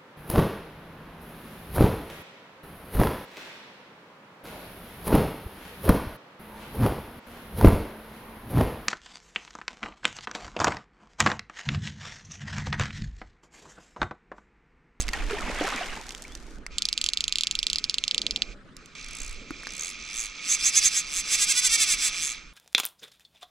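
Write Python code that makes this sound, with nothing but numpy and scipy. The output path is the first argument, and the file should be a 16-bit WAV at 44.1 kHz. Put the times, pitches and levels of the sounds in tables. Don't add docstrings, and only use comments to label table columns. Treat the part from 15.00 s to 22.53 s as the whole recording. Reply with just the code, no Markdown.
import sys
import numpy as np
from scipy import signal
from scipy.fft import rfft, irfft, next_fast_len
from scipy.io import wavfile
from scipy.ndimage import uniform_filter1d

SR = 44100
rng = np.random.default_rng(int(sys.argv[2]) if len(sys.argv) > 2 else 0)


def dump_mix(stems):
    frames = np.atleast_2d(stems).T
    limited = np.clip(frames, -1, 1)
    pcm = np.round(limited * 32767).astype(np.int16)
    wavfile.write(sys.argv[1], SR, pcm)


N = 332073
T = np.arange(N) / SR

# (time [s], level [dB])
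CHURN = [(0, -51.5), (.25, -43), (.7, -33), (.82, -34.5), (1.1, -51), (1.62, -62.5)]
# (centre [Hz], width of the first stage [Hz], level [dB])
DROP_BODY = [(3830, 3600, 3), (6900, 4000, 3)]
# (time [s], speed [teeth/s])
SPEED = [(0, 118), (4.02, 68), (4.085, 38), (4.14, 51.5), (4.225, 69), (4.27, 63), (4.55, 52), (4.8, 72),
         (4.9, 100), (5.06, 78), (5.18, 120), (5.4, 75), (5.52, 262), (5.63, 250), (5.77, 432),
         (5.835, 440), (5.88, 357), (6.03, 280), (6.05, 135), (6.14, 150), (6.21, 240), (6.3, 213),
         (6.374, 469), (6.43, 390), (6.505, 545), (6.552, 492), (6.652, 512), (6.705, 454), (6.778, 468),
         (7.03, 262), (7.26, 143), (7.42, 60)]
# (time [s], buzz level around it [dB])
TURNS = [(-.09, -26), (.06, -34), (3.86, -37.5), (4.48, -45.5), (4.99, -31.5), (5.345, -35), (5.585, -23.5),
         (5.72, -27), (5.81, -23), (5.905, -25), (6.035, -30), (6.24, -27), (6.375, -23), (6.465, -25),
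         (6.54, -24), (6.615, -25), (6.692, -23), (6.775, -22.5), (6.86, -22), (6.97, -25), (7.12, -22.5),
         (7.45, -38.5)]
# (share of turn, bite [dB], spring ring [Hz])
GEAR = [(0, -10.5, 4670), (.28, -5.5, 4870), (.42, -2.5, 6100), (.58, -1, 6450), (.78, -2.5, 6420),
        (.9, -11, 5400), (1, -15.5, 4700)]
# (first tooth [s], end [s])
RUNS = [(.003, .045), (3.951, 7.42)]


def amp(db):
    return 10 ** (np.asarray(db) / 20)


def evened(x):
    return x / np.sqrt(np.mean(x ** 2) + 1e-20)


def wander(width):
    return evened(uniform_filter1d(rng.standard_normal(N), size=width))


def read(points, hz):
    f, value = np.transpose(points)
    return np.interp(np.log(hz + 1), np.log(abs(f) + 1), value)


def curves(rows, t=T):
    s, *columns = np.transpose(rows)
    return [np.interp(t, s, c) for c in columns]


def resonate(x, hz, width):
    turn = np.exp(2j * np.pi * np.cumsum(hz * np.ones(x.shape[-1])) / SR)
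    r = np.exp(-np.pi * width / SR)
    smooth = signal.lfilter([1 - r], [1, -r], x / turn)
    return 2 * (turn * smooth).real


def modes(x, table, shift=1):
    out = 0
    for k, (hz, width, db) in enumerate(table):
        first = resonate(x, hz * shift, width)
        out = out + (-1) ** k * amp(db) * resonate(first, hz * shift, 2 * width)
    return out


def train(s, size):
    return np.bincount(np.round(s * SR).astype(int), size, N + SR)[:N]


def noise(spectrum, same, patchy_db, flicker_db, size=512):
    hop = size // 4
    frames, hz = N // hop + 5, np.fft.rfftfreq(size, 1 / SR)
    a, b, c, d, patches = rng.standard_normal((frames, len(hz), 5)).T
    patches = uniform_filter1d(patches, size=6, axis=0)
    patches = evened(uniform_filter1d(patches, size=8, axis=1))
    flicker = evened(uniform_filter1d(rng.standard_normal(frames), size=4))
    beyond_db = -36 * np.log2(np.maximum(hz / spectrum[-1][0], 1))
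    field_db = (read(spectrum, hz) + beyond_db)[:, None] + patchy_db * patches + flicker_db * flicker
    same = np.clip(same, 0, 1)
    left = a + 1j * b
    right = same * left + np.sqrt(1 - same ** 2) * (c + 1j * d)
    z = np.array([left, right]) * amp(field_db)
    return evened(signal.istft(z, nperseg=size, noverlap=size - hop)[1][:, :N])


def air_and_water():
    # (frequency [Hz], relative density [dB])
    buffet_colour = [(12, 8), (28, 20), (44, 11), (62, -10)]
    roar_colour = [(60, -27.5), (120, -6.5), (250, 3.5), (500, -4), (850, -16)]
    river_colour = [(100, -26.5), (150, 16.5), (310, 3), (750, -12), (1300, 8), (2200, -2), (8000, -18)]
    # (time [s], buffeting before the port trims [dB], roar [dB])
    wind = [(0, -24, -49.5), (.5, -32.5, -41.5), (1.1, -47, -54.5), (1.6, -37, -52), (1.9, -44, -61.5),
            (3.12, -50, -59), (3.2, -52, -46), (3.5, -40, -49), (3.7, -60.5, -57.5), (4.08, -46.5, -61),
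            (4.16, -33, -54), (4.34, -33.5, -57), (4.42, -45, -51), (5.1, -49, -64), (6.4, -48, -58),
            (7.53, -45.5, -65.5)]
    buffet_db, roar_db = curves(wind)
    port_trim_db = [[-5.], [-1.]]
    buffet = noise(buffet_colour, same=0.88, patchy_db=3, flicker_db=2, size=2048)
    buffet *= amp(buffet_db + port_trim_db)
    roar = noise(roar_colour, same=0.98, patchy_db=2, flicker_db=1.5, size=1024) * amp(roar_db)
    river = amp(-55.5) * noise(river_colour, same=0.6, patchy_db=3, flicker_db=1)
    return buffet + roar + river


def churn_db():
    # (time [s], peak level [dB], fall [dB/s])
    slap_rows = [(0, -51, 380), (0.13, -31.5, 153), (0.293, -33, 113), (0.488, -34.5, 117),
                 (0.594, -31.5, 76)]
    s, peak_db, fall = np.transpose(slap_rows)[..., None]
    rise_s = 0.0044
    rise = np.clip((T - s) / rise_s + (s == 0), 0, 1)
    slaps = amp(peak_db - fall * np.maximum(T - s, 0)) * rise
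    return 10 * np.log10(amp(curves(CHURN)[0]) ** 2 + (slaps ** 2).sum(0))


def bubbles():
    # (time [s], level before the swell-in [dB], starting pitch [Hz], 60 dB decay [s])
    pockets = [(.135, -23, 1850, 0.065), (0.329, -17.5, 404, 0.075), (0.382, -27, 1800, 0.05),
               (0.499, -6, 526, 0.0099), (0.608, -17, 296, 0.079), (.61, -6, 504, 0.016),
               (0.306, -20, 438, 0.059), (0.643, -16, 394, 0.034)]
    out = np.zeros(N)
    for s, peak_db, hz, t60 in pockets:
        t = np.arange(round(t60 * SR)) / SR
        swell = 1 - np.exp(-t * hz * 0.68)
        tone = np.sin(2 * np.pi * hz * (t + 0.053 * t ** 2 / t60)) * swell
        out[round(s * SR):][:len(t)] += amp(peak_db - 60 * t / t60) * tone
    return out


def froth():
    pitch_range = (600, 3200)  # (lowest [Hz], highest [Hz])
    per_s, over_churn_db = 200, -8
    level = amp(churn_db() + over_churn_db) * (T < CHURN[-1][0])
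    t, out = np.arange(1500) / SR, np.zeros(N)
    for hz in np.geomspace(*pitch_range, num=16):
        happens = rng.random(N) < per_s / 16 / SR
        pops = amp(4 * np.minimum(rng.exponential(1, N), 4)) * happens
        swell = t * hz / 3 * np.exp(1 - t * hz / 3)
        blip = np.sin(2 * np.pi * hz * (t + 4 * t ** 2)) * swell
        out += signal.oaconvolve(pops * level, blip)[:N]
    return out


def chirp():
    # (time [s], level before the breaking-up [dB], pitch [Hz])
    glide = [(1.232, -50, 1450), (1.25, -45, 2200), (1.275, -52, 2950), (1.356, -50, 3700)]
    level_db, hz = curves(glide)
    heard = (T > glide[0][0]) & (T < glide[-1][0])
    broken_db = 5.5 * wander(300) - 5
    return amp(level_db + broken_db) * heard * np.sin(2 * np.pi * np.cumsum(hz) / SR)


def splash():
    # (frequency [Hz], relative density [dB])
    spray_colour = [(200, -36), (288, -23), (437, -14), (2170, -9.5), (10200, -38), (15500, -59)]
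    spray = noise(spray_colour, same=0.88, patchy_db=3.0, flicker_db=1.5, size=256)
    fade = np.clip((CHURN[-1][0] + 0.0051 - T) / 0.1, 0, 1)
    water = spray * amp(churn_db()) * fade + bubbles() + froth()
    return water * amp([[-.6], [.6]])


def droplets():
    drops_per_s = 160
    happens = rng.random(N) < drops_per_s / SR
    drops = amp(3.5 * np.minimum(rng.exponential(1, N), 4)) * happens
    fine = modes(drops + 0.1 * rng.standard_normal((2, N)), DROP_BODY)
    fade = np.clip((CHURN[-1][0] - T) / 0.083, 0, 1)
    return amp(.5 * churn_db() - 27.0) * fade * evened(fine)


def running():
    # (centre [Hz], width of the first stage [Hz], relative level [dB])
    frame_body = [(1600, 1280, -18), (2560, 675, -7), (3433, 404, -3), (4600, 1960, -8.5), (6210, 1030, -3)]
    rim_body = [(7664, 1005, 1.5), (9824, 500, -2), (11700, 2900, -21.5)]
    # (time [s], level [dB])
    ring_curve = [(3.8, 1.5), (5.8, 5), (6.5, -7.5), (7.1, -9), (7.45, 11.5)]
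    # (start of a turn [s], end of a turn [s])
    path_ends = [.0009, 0.00028]
    jerk, rim_climb = .007, 0.054

    speed = curves(SPEED)[0] * (1 + jerk * wander(900))
    teeth = np.cumsum(speed) / SR
    turn_teeth = np.interp(np.transpose(TURNS)[0], [-1, *T], [-speed[0], *teeth])
    turn = np.interp(teeth, turn_teeth, np.arange(len(TURNS)))
    bite_db, spring_hz = curves(GEAR, turn % 1)
    bite_db = bite_db * (300 / speed) ** 0.67
    buzz_db, ring_db = curves(TURNS)[0], curves(ring_curve)[0]
    teeth += .1 * (np.sin(2 * np.pi * (turn - .55)) - 2 * np.pi * turn)
    at = np.concatenate([np.interp(np.arange(*np.interp(run, T, teeth)), teeth, T) for run in RUNS])

    chance = rng.standard_normal((len(at), 4))
    loose_s = 1e-5 * amp(-2. * np.interp(at, T, bite_db).clip(-12))
    strikes = train(at + loose_s * chance[:, 0], amp(1.2 * chance[:, 1]))
    late = np.minimum(.2 / np.interp(at, T, speed), .002) + loose_s * chance[:, 2]
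    rebounds = train(at + late, amp(1.2 * chance[:, 3]))
    touch = np.arange(400) / (.0004 * SR)
    chatter = signal.oaconvolve(strikes + rebounds, touch * np.exp(1 - touch))[:N]
    scrape = .1 * chatter * rng.standard_normal(N) * (70 / speed) ** .8
    crisp = np.clip(speed / 450, 0, 1) ** .4 * amp(.7 * bite_db)
    strikes, rebounds = crisp * strikes, crisp * rebounds
    path_s = np.interp(np.interp(at, T, turn) % 1, [0, 1], path_ends)
    second = crisp * train(at + path_s, amp(-7 + 0.99 * chance[:, 1]))

    density = amp(buzz_db) * np.sqrt(SR / speed)
    contact = (strikes + second + 1.2 * scrape) * density
    body = modes(contact * amp(0.44 * bite_db) * (speed / 300) ** 0.27, frame_body)
    snap = (0.52 * strikes + rebounds + scrape) * density
    climb = 1 + rim_climb * (turn % 1 - .5)
    rim = modes(snap * amp(1.4 * bite_db), rim_body, climb)
    drive = (rebounds + scrape) * density * amp(ring_db + 10.5 + 2.33 * bite_db)
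    spring = resonate(resonate(drive, spring_hz, 420), spring_hz, 960)
    return amp(10.0) * (body + rim - spring)


def ticks():
    # (time [s], level of the cycles before they decay [dB], centre [Hz])
    taps = [(.082, -20.5, 2560), (0.089, -18, 2100), (0.134, -14, 2500), (0.31, -18.5, 1390),
            (1.092, -35, 7300), (1.107, -26, 2870), (1.122, -34.5, 7700), (1.149, -25.5, 3180),
            (1.222, -33, 7520), (1.24, -40, 6380), (1.352, -32, 6200), (1.375, -48, 7050),
            (1.665, -21.5, 2080), (3.767, -35.5, 5570), (3.859, -36.5, 4380), (4.507, -26.5, 300),
            (4.507, -23.5, 1380), (4.634, -28.5, 1720), (4.67, -20.5, 1700)]
    out, t = np.zeros(N), np.arange(400) / SR
    for s, db, hz in taps:
        crack = hz / 4000 * rng.standard_normal(len(t)) * np.exp(-t / 0.00084)
        ring = np.sin(2 * np.pi * hz * t) * np.exp(-t * hz / 2)
        out[round(s * SR):][:len(t)] += amp(db) * (ring + modes(crack, DROP_BODY))
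    return out


def rubbing():
    # (centre [Hz], width of the first stage [Hz], relative level [dB])
    spool_body = [(1250, 135, -4.5), (2398, 285, 6), (6180, 400, -9)]
    # (frequency [Hz], relative density [dB])
    hiss_colour = [(1200, -19.5), (4000, -8), (7500, -17), (9200, -35)]
    # (start [s], end [s], level before the closing gain [dB])
    slide_rows = [(1.71, 3.54, -55.5), (3.77, 3.95, -64)]
    edge_s = 0.022
    throb, follows = 0.31, 0.46

    hiss = noise(hiss_colour, same=0.6, patchy_db=2.0, flicker_db=0.5, size=256)[0]
    grain = amp(2 * wander(150))
    tones = evened(modes(grain * rng.standard_normal(N), spool_body))
    turn = np.interp(T, np.transpose(TURNS)[0], np.arange(len(TURNS)))
    buzz_change_db = curves(TURNS)[0] + 25.0
    run_db = throb * curves(GEAR, turn % 1)[0] - 43 + follows * buzz_change_db
    fade = np.clip((SPEED[-1][0] + 0.16 - T) / 0.24, .1, 1)
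    level = amp(run_db) * fade * (T > RUNS[1][0])
    for start, end, db in slide_rows:
        level = level + amp(db) * np.clip(np.minimum(T - start, end - T) / edge_s + .5, 0, 1)
    return amp(5.0) * level * (tones + amp(-2.0) * hiss)


def winding():
    clicks = [1.784, 1.822, 1.8543, 1.8882, 1.929, 1.978, 2.0148, 2.0417, 2.0634, 2.089, 2.135, 2.1735,
              2.2075, 2.2413, 2.281, 2.325, 2.3576, 2.3854, 2.4099, 2.4356, 2.471, 2.5119, 2.5538, 2.5904,
              2.6303, 2.6685, 2.701, 2.7318, 2.759, 2.785, 2.8418, 2.8973, 2.943, 2.984, 3.0395, 3.0803,
              3.112, 3.1466, 3.1805, 3.218, 3.2667, 3.3098, 3.3617, 3.421]
    # (centre [Hz], width of the first stage [Hz], relative level [dB])
    low_body = [(2747, 1160, 0), (4310, 1900, 3), (5360, 2180, -4)]
    treble_body = [(7030, 1050, 7), (10170, 1300, -8.5), (12600, 3500, -23)]
    s = np.array(clicks)
    chance = rng.random((len(s), 11))
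    db = -10.5 + .9 * (s - s[0]) + 1. * chance[:, 9]
    graze = train(s - .00055 - .0001 * chance[:, 10], 0.6 * amp(db - 3))
    snaps = graze + train(s - .00035, amp(db - 3))
    late = np.cumsum(.002 + .004 * chance[:, :3], axis=1)
    bounce_db = db[:, None] - 21.5 - 10 * chance[:, 3:6]
    bounces = train((s[:, None] + late).ravel(), amp(bounce_db).ravel())
    snaps += signal.oaconvolve(bounces, np.hanning(5), "same")
    skid = signal.oaconvolve(snaps, np.exp(-np.arange(200) / (0.00071 * SR)))[:N]
    snaps += 0.07 * skid * rng.standard_normal(N)
    tooth = np.clip(np.searchsorted(s - .002, T) - 1, 0, None)
    low, high, bright = chance[tooth, 6:9].T - .5
    treble_db = -6. - 5.4 * (T - s[0]) + 5. * bright
    body = modes(snaps, low_body, 1 + .06 * low)
    treble = modes(snaps * amp(treble_db), treble_body, 1 + .06 * high)
    return amp(17.) * (body + treble)


def placed(x, echo_db):
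    # (frequency [Hz], left-right level [dB], phase by which the left leads [rad])
    side = [(1470, -0.5, 0.73), (2930, -3, -1.02), (4440, -1, 0.77), (8300, -1, -0.093),
            (15500, 1.5, -0.54)]
    size = next_fast_len(N)
    hz, side_db, lead = np.transpose(side)
    left_gain = amp(side_db / 2) * np.exp(.5j * lead)
    left = read(np.transpose([hz, left_gain]), np.fft.rfftfreq(size, 1 / SR))
    direct = irfft(rfft(x, size) * np.array([left, 1 / left]), size)[:, :N]
    t = np.arange(1000) / SR
    scatter = rng.standard_normal((2, len(t))) * amp(-60 * t / .02) * (t > .0007)
    scatter /= np.linalg.norm(scatter, axis=1, keepdims=True)
    return direct + amp(echo_db) * signal.oaconvolve(direct, scatter, axes=1)[:, :N]


def scene():
    # (time [s], left-right level [dB])
    drift = [(3.4, -0.5), (4., -1), (7.5, -0.5)]
    reel = placed(winding() + ticks() + rubbing(), echo_db=-9) + placed(running(), echo_db=-7)
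    reel = reel * amp(curves(drift)[0] * [[.5], [-.5]])
    return reel + splash() + chirp() + droplets() + air_and_water()


def record(dry):
    edge_hz = 15550
    low_pass = signal.firwin(511, edge_hz, window=("kaiser", 9), fs=SR)
    return signal.oaconvolve(dry, low_pass[None], "same")


dry = scene()
out = record(dry)
dump_mix(out)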